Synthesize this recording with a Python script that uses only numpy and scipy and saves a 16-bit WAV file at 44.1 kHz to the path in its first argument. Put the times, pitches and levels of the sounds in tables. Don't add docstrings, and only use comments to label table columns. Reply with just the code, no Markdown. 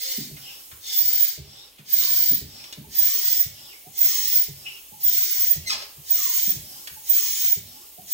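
import sys
import numpy as np
from scipy import signal
from scipy.fft import rfft, irfft, next_fast_len
from scipy.io import wavfile
from scipy.ndimage import uniform_filter1d, map_coordinates

SR = 44100
rng = np.random.default_rng(int(sys.argv[2]) if len(sys.argv) > 2 else 0)


def wav_record(signal):
    frames = np.transpose(np.atleast_2d(signal))
    bounded = np.clip(frames, -1, 1)
    quanta = np.round(bounded * 32767).astype(np.int16)
    wavfile.write(sys.argv[1], SR, quanta)


N = 358533
TIME = np.arange(N) / SR

# start_s, length_s, hiss_db, whistle_delay_s, whistle_top_hz, whistle_db
PUSHES = [(-0.12, 0.43, -33, 0.093, 14810, -3), (0.782, 0.62, -31.5, 0.133, 15100, -4),
          (1.832, 0.62, -30.5, 0.056, 15290, -3.5), (2.871, 0.64, -30.5, 0.06, 15370, -3),
          (3.902, 0.61, -30, 0.066, 15570, -1), (4.966, 0.65, -31, 0.035, 15390, -4),
          (6.017, 0.58, -30.5, 0.062, 15300, -5), (7.007, 0.61, -30.5, 0.058, 15570, -2.5),
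          (8.031, 0.59, -30.5, 0.058, 15350, -1.5)]
# start_s, thump_db, intake_db, column_db, seep_db
PULLS = [(0.308, -40, -44.5, -70.5, -52), (1.375, -37.5, -47, -69, -70),
         (2.413, -37.5, -43.5, -65.5, -58.5), (3.452, -39, -46, -68, -55), (4.481, -40, -47, -66.5, -53),
         (5.553, -36, -45, -61, -54), (6.554, -37.5, -46, -63.5, -49), (7.563, -37.5, -50.5, -63, -53.5)]
# start_s, level_db, start_hz
BUMPS = [(.176, -30.5, 203.6), (2.306, -32, 199.5), (2.771, -35, 186.3), (6.468, -37, 203.5)]


def from_db(db):
    return 10 ** (np.asarray(db) / 20)


def rms_one(x):
    return x / np.sqrt(np.mean(x ** 2) + 1e-20)


def at_hz(points, hz):
    table_hz, value = np.transpose(points)
    return np.interp(np.log(np.maximum(hz, 1)), np.log(table_hz), value)


def curve(rows, column):
    rows = np.array(rows)
    return np.interp(TIME, rows[:, 0], rows[:, column])


def arc(start_s, length_s):
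    return np.maximum(0, np.sin(np.pi * np.clip((TIME - start_s) / length_s, 0, 1.5)))


def drift(per_s):
    knots = rng.standard_normal(20000)
    return rms_one(np.interp(TIME * per_s, np.arange(len(knots)), knots))


def coloured(x, spectrum):
    size = next_fast_len(N)
    gain = from_db(at_hz(spectrum, np.fft.rfftfreq(size, 1 / SR)))
    return rms_one(irfft(rfft(x, size) * gain, size)[:N])


def noise(spectrum):
    return coloured(rng.standard_normal(N), spectrum)


def narrow_noise(hz, width_hz):
    lowpass = signal.butter(2, width_hz / 2, fs=SR, output="sos")
    slow = signal.sosfilt(lowpass, rng.standard_normal((2, len(hz))))
    phase = 2 * np.pi * np.cumsum(hz) / SR
    return rms_one(slow[0] * np.cos(phase) + slow[1] * np.sin(phase))


def resonate(x, hz, width_hz):
    radius = np.exp(-np.pi * width_hz / SR)
    feedback = [1, -2 * radius * np.cos(2 * np.pi * hz / SR), radius ** 2]
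    return signal.lfilter(np.array([1, 0, -1]) * (1 - radius ** 2) / 2, feedback, x)


def add(track, start_s, sound):
    start = max(0, round(start_s * SR))
    track[start:start + len(sound)] += sound[:N - start]


def moving_echo(x, delay_s, swing, gain):
    lag = delay_s * SR * np.exp(swing * drift(4))
    reflection = map_coordinates(x, [np.arange(N) - lag], order=3)
    return (x + gain * reflection) / np.sqrt(1 + gain ** 2)


def flow(attack_s=0.16, release_s=0.16, sag_db_per_s=1.5):
    out = np.zeros(N)
    for start_s, length_s, db, *_ in PUSHES:
        t = np.clip(TIME - start_s, 0, length_s)
        swell = np.sin(np.pi / 2 * np.minimum(1, t / attack_s)) ** 2
        fade = np.minimum(1, (length_s - t) / release_s)
        out += swell * fade * from_db(db - sag_db_per_s * t)
    return out


def jet(core_hz=4542, rise_hz_per_s=245, spray_rise_db_per_s=0.53):
    # frequency_hz, level_db
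    body_spectrum = [(100, -42), (900, -26.5), (1400, -21.5), (1950, -6), (2300, -8.5), (2800, -12.5),
                     (3100, -5), (4200, -4), (5500, -0.5), (7400, -5), (8500, -8), (11000, -72)]
    # frequency_hz, level_db
    spray_spectrum = [(4000, -57), (6500, 7), (8000, 6), (9500, 1), (11500, 2.5), (13000, 0.5),
                      (14300, 10.5), (15200, 13), (15900, -7)]
    centre_hz = (core_hz + rise_hz_per_s * TIME) * np.exp(0.05 * drift(6))
    core = from_db(-4.5) * narrow_noise(centre_hz, width_hz=1190)
    spray = from_db(-2.5 + spray_rise_db_per_s * TIME) * noise(spray_spectrum)
    body = from_db(-1) * noise(body_spectrum)
    flutter = from_db(0.17 * drift(70) + 0.72 * drift(11))
    hiss = (body + core + spray) * flow() * flutter
    return moving_echo(hiss, delay_s=0.001374, swing=0.08, gain=0.24)


def whistle(rest_hz=14640, stops_early_s=0.055, flutter_db=4.5, gain_db=-3):
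    # pitch_hz, level_db
    nozzle = [(14620, -41), (14780, -27.5), (14900, -12), (15020, -12.5), (15150, -11), (15320, -14.5),
              (15500, -21.5)]
    hz, gain = rest_hz + 35 * drift(16), 0
    for start_s, length_s, _, delay_s, top_hz, db in PUSHES:
        speed = arc(start_s + delay_s, length_s - delay_s - stops_early_s) ** 0.72
        hz = hz + (top_hz - rest_hz) * speed
        gain = gain + np.minimum(1, 10 * speed) * from_db(db)
    phase = 2 * np.pi * np.cumsum(hz + 50 * drift(700)) / SR
    level_db = at_hz(nozzle, hz) + gain_db + flutter_db * np.minimum(1, drift(110))
    return gain * from_db(level_db) * np.sqrt(2) * np.sin(phase)


def neck(width_hz=230, gain_db=1.5):
    # start_s, length_s, start_hz, end_hz, level_db
    tones = [(0, .08, 2080, 2020, -45), (.82, .2, 3600, 3420, -39), (.85, .17, 5480, 5330, -38),
             (.83, .15, 7950, 7750, -47)]
    out = np.zeros(N)
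    for start_s, length_s, start_hz, end_hz, db in tones:
        hz = np.geomspace(start_hz, end_hz, int(length_s * SR))
        swell = np.sin(np.linspace(0, np.pi, len(hz)))
        add(out, start_s, from_db(db + gain_db) * swell * narrow_noise(hz, width_hz))
    return out


def valve(leak_s=0.22, leak_start_hz=1375, leak_end_hz=898):
    # start_s, length_s, start_hz, end_hz, level_db
    chirps = [(0, 0.187, 571, 483.5, -53.5), (2.836, 0.023, 854, 920, -53), (3.839, 0.063, 656, 820, -52),
              (4.92, 0.028, 803, 917, -47), (6.963, 0.019, 860, 900, -47), (7.977, 0.025, 624, 780, -44.5)]
    # start_s, level_db
    leaks = [(1.956, -50), (3.018, -56), (4.049, -51.5), (6.136, -45.5), (7.136, -54)]
    glides = chirps + [(start_s, leak_s, leak_start_hz, leak_end_hz, db) for start_s, db in leaks]
    out, waver = np.zeros(N), 1 + 0.019 * drift(300)
    for start_s, length_s, start_hz, end_hz, db in glides:
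        along = np.linspace(0, 1, int(length_s * SR))
        hz = start_hz * (end_hz / start_hz) ** along * waver[int(start_s * SR):][:len(along)]
        tone = np.sqrt(2) * np.sin(2 * np.pi * np.cumsum(hz) / SR)
        add(out, start_s, from_db(db) * np.sin(np.pi * along) * tone)
    return out


def ambience(gain_db=-53.5):
    # frequency_hz, level_db
    spectrum = [(25, -4.5), (65, 11.5), (130, -12.5), (300, 1.5), (900, -3), (1500, -10), (3000, 3.5),
                (6000, -6), (15000, -1)]
    mid, side = noise(spectrum), noise(spectrum)
    return from_db(gain_db) * (mid + 0.5 * side * np.array([[1], [-1]]))


def bumps(rise_per_s=9.76, t60_s=0.17, gain_db=-1):
    out, t = np.zeros(N), TIME[:SR // 4]
    attack = 1 - np.exp(-t / 0.011)
    for start_s, db, start_hz in BUMPS:
        hz = start_hz * (1 + rise_per_s * t)
        note = np.sin(2 * np.pi * np.cumsum(hz) / SR) + 0.9 * narrow_noise(hz, width_hz=74)
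        add(out, start_s, from_db(db + gain_db - 60 * t / t60_s) * attack * note)
    return out


def thumps(bottom_hz=97.5, shudder_s=0.034, jolt_db=-5.5, gain_db=6):
    # frequency_hz, level_db, t60_s
    modes = [(73.4, -2, 0.11), (109.5, -5, 0.07), (136.3, -3, 0.23), (159, 0.5, 0.043),
             (202.6, -6.5, 0.084), (282.4, -10, 0.088), (349, -0.5, 0.026), (407.4, -3, 0.078),
             (630, -9.5, 0.05), (925, -23, 0.15)]
    # start_s, peak_db, centre_hz
    top_knocks = [(0.717, -49.5, 94), (1.786, -49, 198), (2.861, -44, 80), (3.862, -46.5, 173),
                  (4.915, -51, 183), (5.97, -47.5, 89), (6.904, -53.5, 106), (7.979, -48, 204)]
    bottom_knocks = [(start_s, db, bottom_hz) for start_s, db, *_ in PULLS]
    bump_jolts = [(start_s, db + jolt_db, hz) for start_s, db, hz in BUMPS]
    out, t = np.zeros(N), TIME[:SR // 2]
    for start_s, db, centre_hz in bottom_knocks + top_knocks + bump_jolts:
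        force = 0.052 * rng.standard_normal(len(t)) * np.exp(-t / shudder_s)
        force[0] += 1
        ring = 0
        for k, (hz, mode_db, t60_s) in enumerate(modes):
            off_centre_db = min(12.5 * np.log2(hz / centre_hz) ** 2, 11)
            decay = from_db(mode_db - off_centre_db - 60 * t / t60_s)
            ring = ring + (-1) ** k * decay * np.sin(2 * np.pi * hz * t)
        blow = signal.fftconvolve(force, ring)[:len(t)]
        add(out, start_s, from_db(db + gain_db) * blow / np.abs(blow).max())
    return signal.sosfilt(signal.butter(2, 42, "high", fs=SR, output="sos"), out + 1e-18)


def intake(pull_s=0.37, rub_hz=2900, rub_db=-12.5, scrape_db=7, seep_gain_db=10):
    # frequency_hz, level_db
    draw_spectrum = [(200, -9), (900, -6.5), (1500, -7.5), (2400, -11), (3200, -1), (4500, -1),
                     (5450, 10.5), (6400, -12), (7800, 1), (10000, -27)]
    # frequency_hz, level_db
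    seep_spectrum = [(2000, -20), (5000, -5), (7700, 1), (9500, -1.5), (11000, -0.5), (12600, 4),
                     (14000, 4.5), (15700, 3.5)]
    suction = sum(from_db(db) * arc(start_s, pull_s) ** 1.5 for start_s, _, db, _, _ in PULLS)
    rub = narrow_noise(rub_hz * np.exp(0.15 * drift(12)), width_hz=470)
    draw = noise(draw_spectrum) + from_db(rub_db + scrape_db * drift(30)) * rub
    seal = [(t, db) for start_s, *_, db in PULLS for t in (start_s, start_s + pull_s)]
    seep = from_db(seep_gain_db + curve(seal, column=1)) * noise(seep_spectrum)
    return suction * draw + seep


def barrel(long_hz=175, short_hz=560, width_hz=45, rest_s=0.037, travel_s=0.295):
    out, along = np.zeros(N), np.linspace(0, 1, int(travel_s * SR))
    hz = 1 / ((1 - along) / long_hz + along / short_hz)
    swell = np.sqrt(np.abs(np.sin(np.pi * along)))
    for start_s, _, _, db, _ in PULLS:
        column = narrow_noise(hz, width_hz) + from_db(1) * narrow_noise(3 * hz, width_hz)
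        add(out, start_s + rest_s, from_db(db) * swell * column)
    return out


def snaps(width_hz=1500, crack=0.19, gain_db=10):
    # start_s, peak_db, centre_hz, t60_s
    releases = [(.365, -42.5, 1820, 0.071), (0.713, -39, 1690, 0.041), (1.103, -43, 780, 0.043),
                (1.782, -47.5, 2210, 0.088), (2.639, -37.5, 2570, 0.035), (2.725, -33, 3400, 0.029),
                (2.999, -40.5, 885, 0.088), (6.872, -31.5, 3100, 0.02)]
    out, t = np.zeros(N), TIME[:SR // 5]
    attack = 1 - np.exp(-t / 0.0028)
    for start_s, db, hz, t60_s in releases:
        slip = rng.standard_normal(len(t)) * from_db(-60 * t / t60_s) * attack
        burst = resonate(slip, hz, width_hz) + crack * slip
        add(out, start_s, from_db(db + gain_db) * burst / np.abs(burst).max())
    return out


def squeak(jitter=0.27, rasp=0.055, rough_hz=170, grab_db=1.5):
    # time_s, slip_rate_hz, level_db
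    rub = [(5.648, 2110, -56), (5.675, 2060, -24), (5.694, 2030, -25), (5.698, 1360, -25),
           (5.725, 940, -23), (5.745, 680, -28), (5.785, 400, -44), (5.824, 600, -34), (5.87, 350, -64)]
    # frequency_hz, level_db
    skin_spectrum = [(300, -3.5), (1000, -3), (2000, -3.5), (2800, 1.5), (3400, -1), (4200, 2), (5100, 9),
                     (6300, -3.5), (8000, -5.5), (10000, -19.5), (15000, -13)]
    slip_hz = curve(rub, column=1)
    roughness = np.minimum(1, rough_hz / slip_hz)
    cycles = np.cumsum(slip_hz * np.exp(jitter * roughness * drift(900))) / SR
    slips = np.diff(cycles % 1, prepend=0) + rasp * np.sqrt(roughness) * rng.standard_normal(N)
    skin = coloured(slips, skin_spectrum)
    skin /= np.sqrt(uniform_filter1d(skin ** 2, size=400) + 1e-9)
    rubbing = (TIME > rub[0][0]) & (TIME < rub[-1][0])
    return skin * rubbing * from_db(curve(rub, column=2) + grab_db * drift(160))


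def room(x, wet_db, left_db, early, left_lag_samples=14):
    # frequency_hz, t60_s
    reverb_times = [(100, 0.53), (1000, 0.54), (5000, 0.42), (10000, 0.18), (15000, 0.24)]
    t, tail = TIME[:SR // 2], 0
    edges_hz = np.geomspace(50, 18000, 10)
    for low, high in zip(edges_hz, edges_hz[1:]):
        hz = np.sqrt(low * high)
        bandpass = signal.butter(2, [low, high], "band", fs=SR, output="sos")
        mid, side = signal.sosfilt(bandpass, rng.standard_normal((2, len(t))))
        coherence = 1 / (1 + (hz / 600) ** 2)
        band = np.sqrt(1 + coherence) * mid + np.sqrt(1 - coherence) * side * [[1], [-1]]
        tail = tail + band * from_db(-60 * t / at_hz(reverb_times, hz))
    tail = tail * (1 - np.exp(-t / 0.00067))
    response = rms_one(tail) / np.sqrt(len(t))
    for ear in response:
        wall_lags = (rng.uniform(0.001, 0.012, 6) * SR).astype(int)
        ear[wall_lags] += early * rng.choice([-1, 1], 6) / np.sqrt(6)
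    response *= from_db(wet_db)
    response[[0, 1], [left_lag_samples, 0]] += 1
    response /= np.sqrt(np.sum(response ** 2) / 2)
    balance = from_db([[left_db / 2], [-left_db / 2]])
    return signal.fftconvolve(x[None], response, axes=1)[:, :N] * balance


def scene():
    air = room(jet() + neck() + intake(), wet_db=-2, left_db=-1.06, early=1)
    air = np.array([moving_echo(ear, delay_s=0.0036, swing=0.038, gain=0.54) for ear in air])
    pipes = room(valve() + barrel(), wet_db=-7.5, left_db=-5, early=0.89)
    tone = room(whistle(), wet_db=-1.5, left_db=-4, early=1)
    knocks = room(thumps() + bumps(), wet_db=-9, left_db=-1, early=0.066)
    rubber = room(squeak() + snaps(), wet_db=-4.5, left_db=-0.3, early=1.1)
    return air + pipes + tone + knocks + rubber + ambience()


def record(dry, cutoff_hz=15850):
    return signal.sosfilt(signal.ellip(12, 0.1, 90, cutoff_hz, fs=SR, output="sos"), dry)


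dry = scene()
out = record(dry)
wav_record(out)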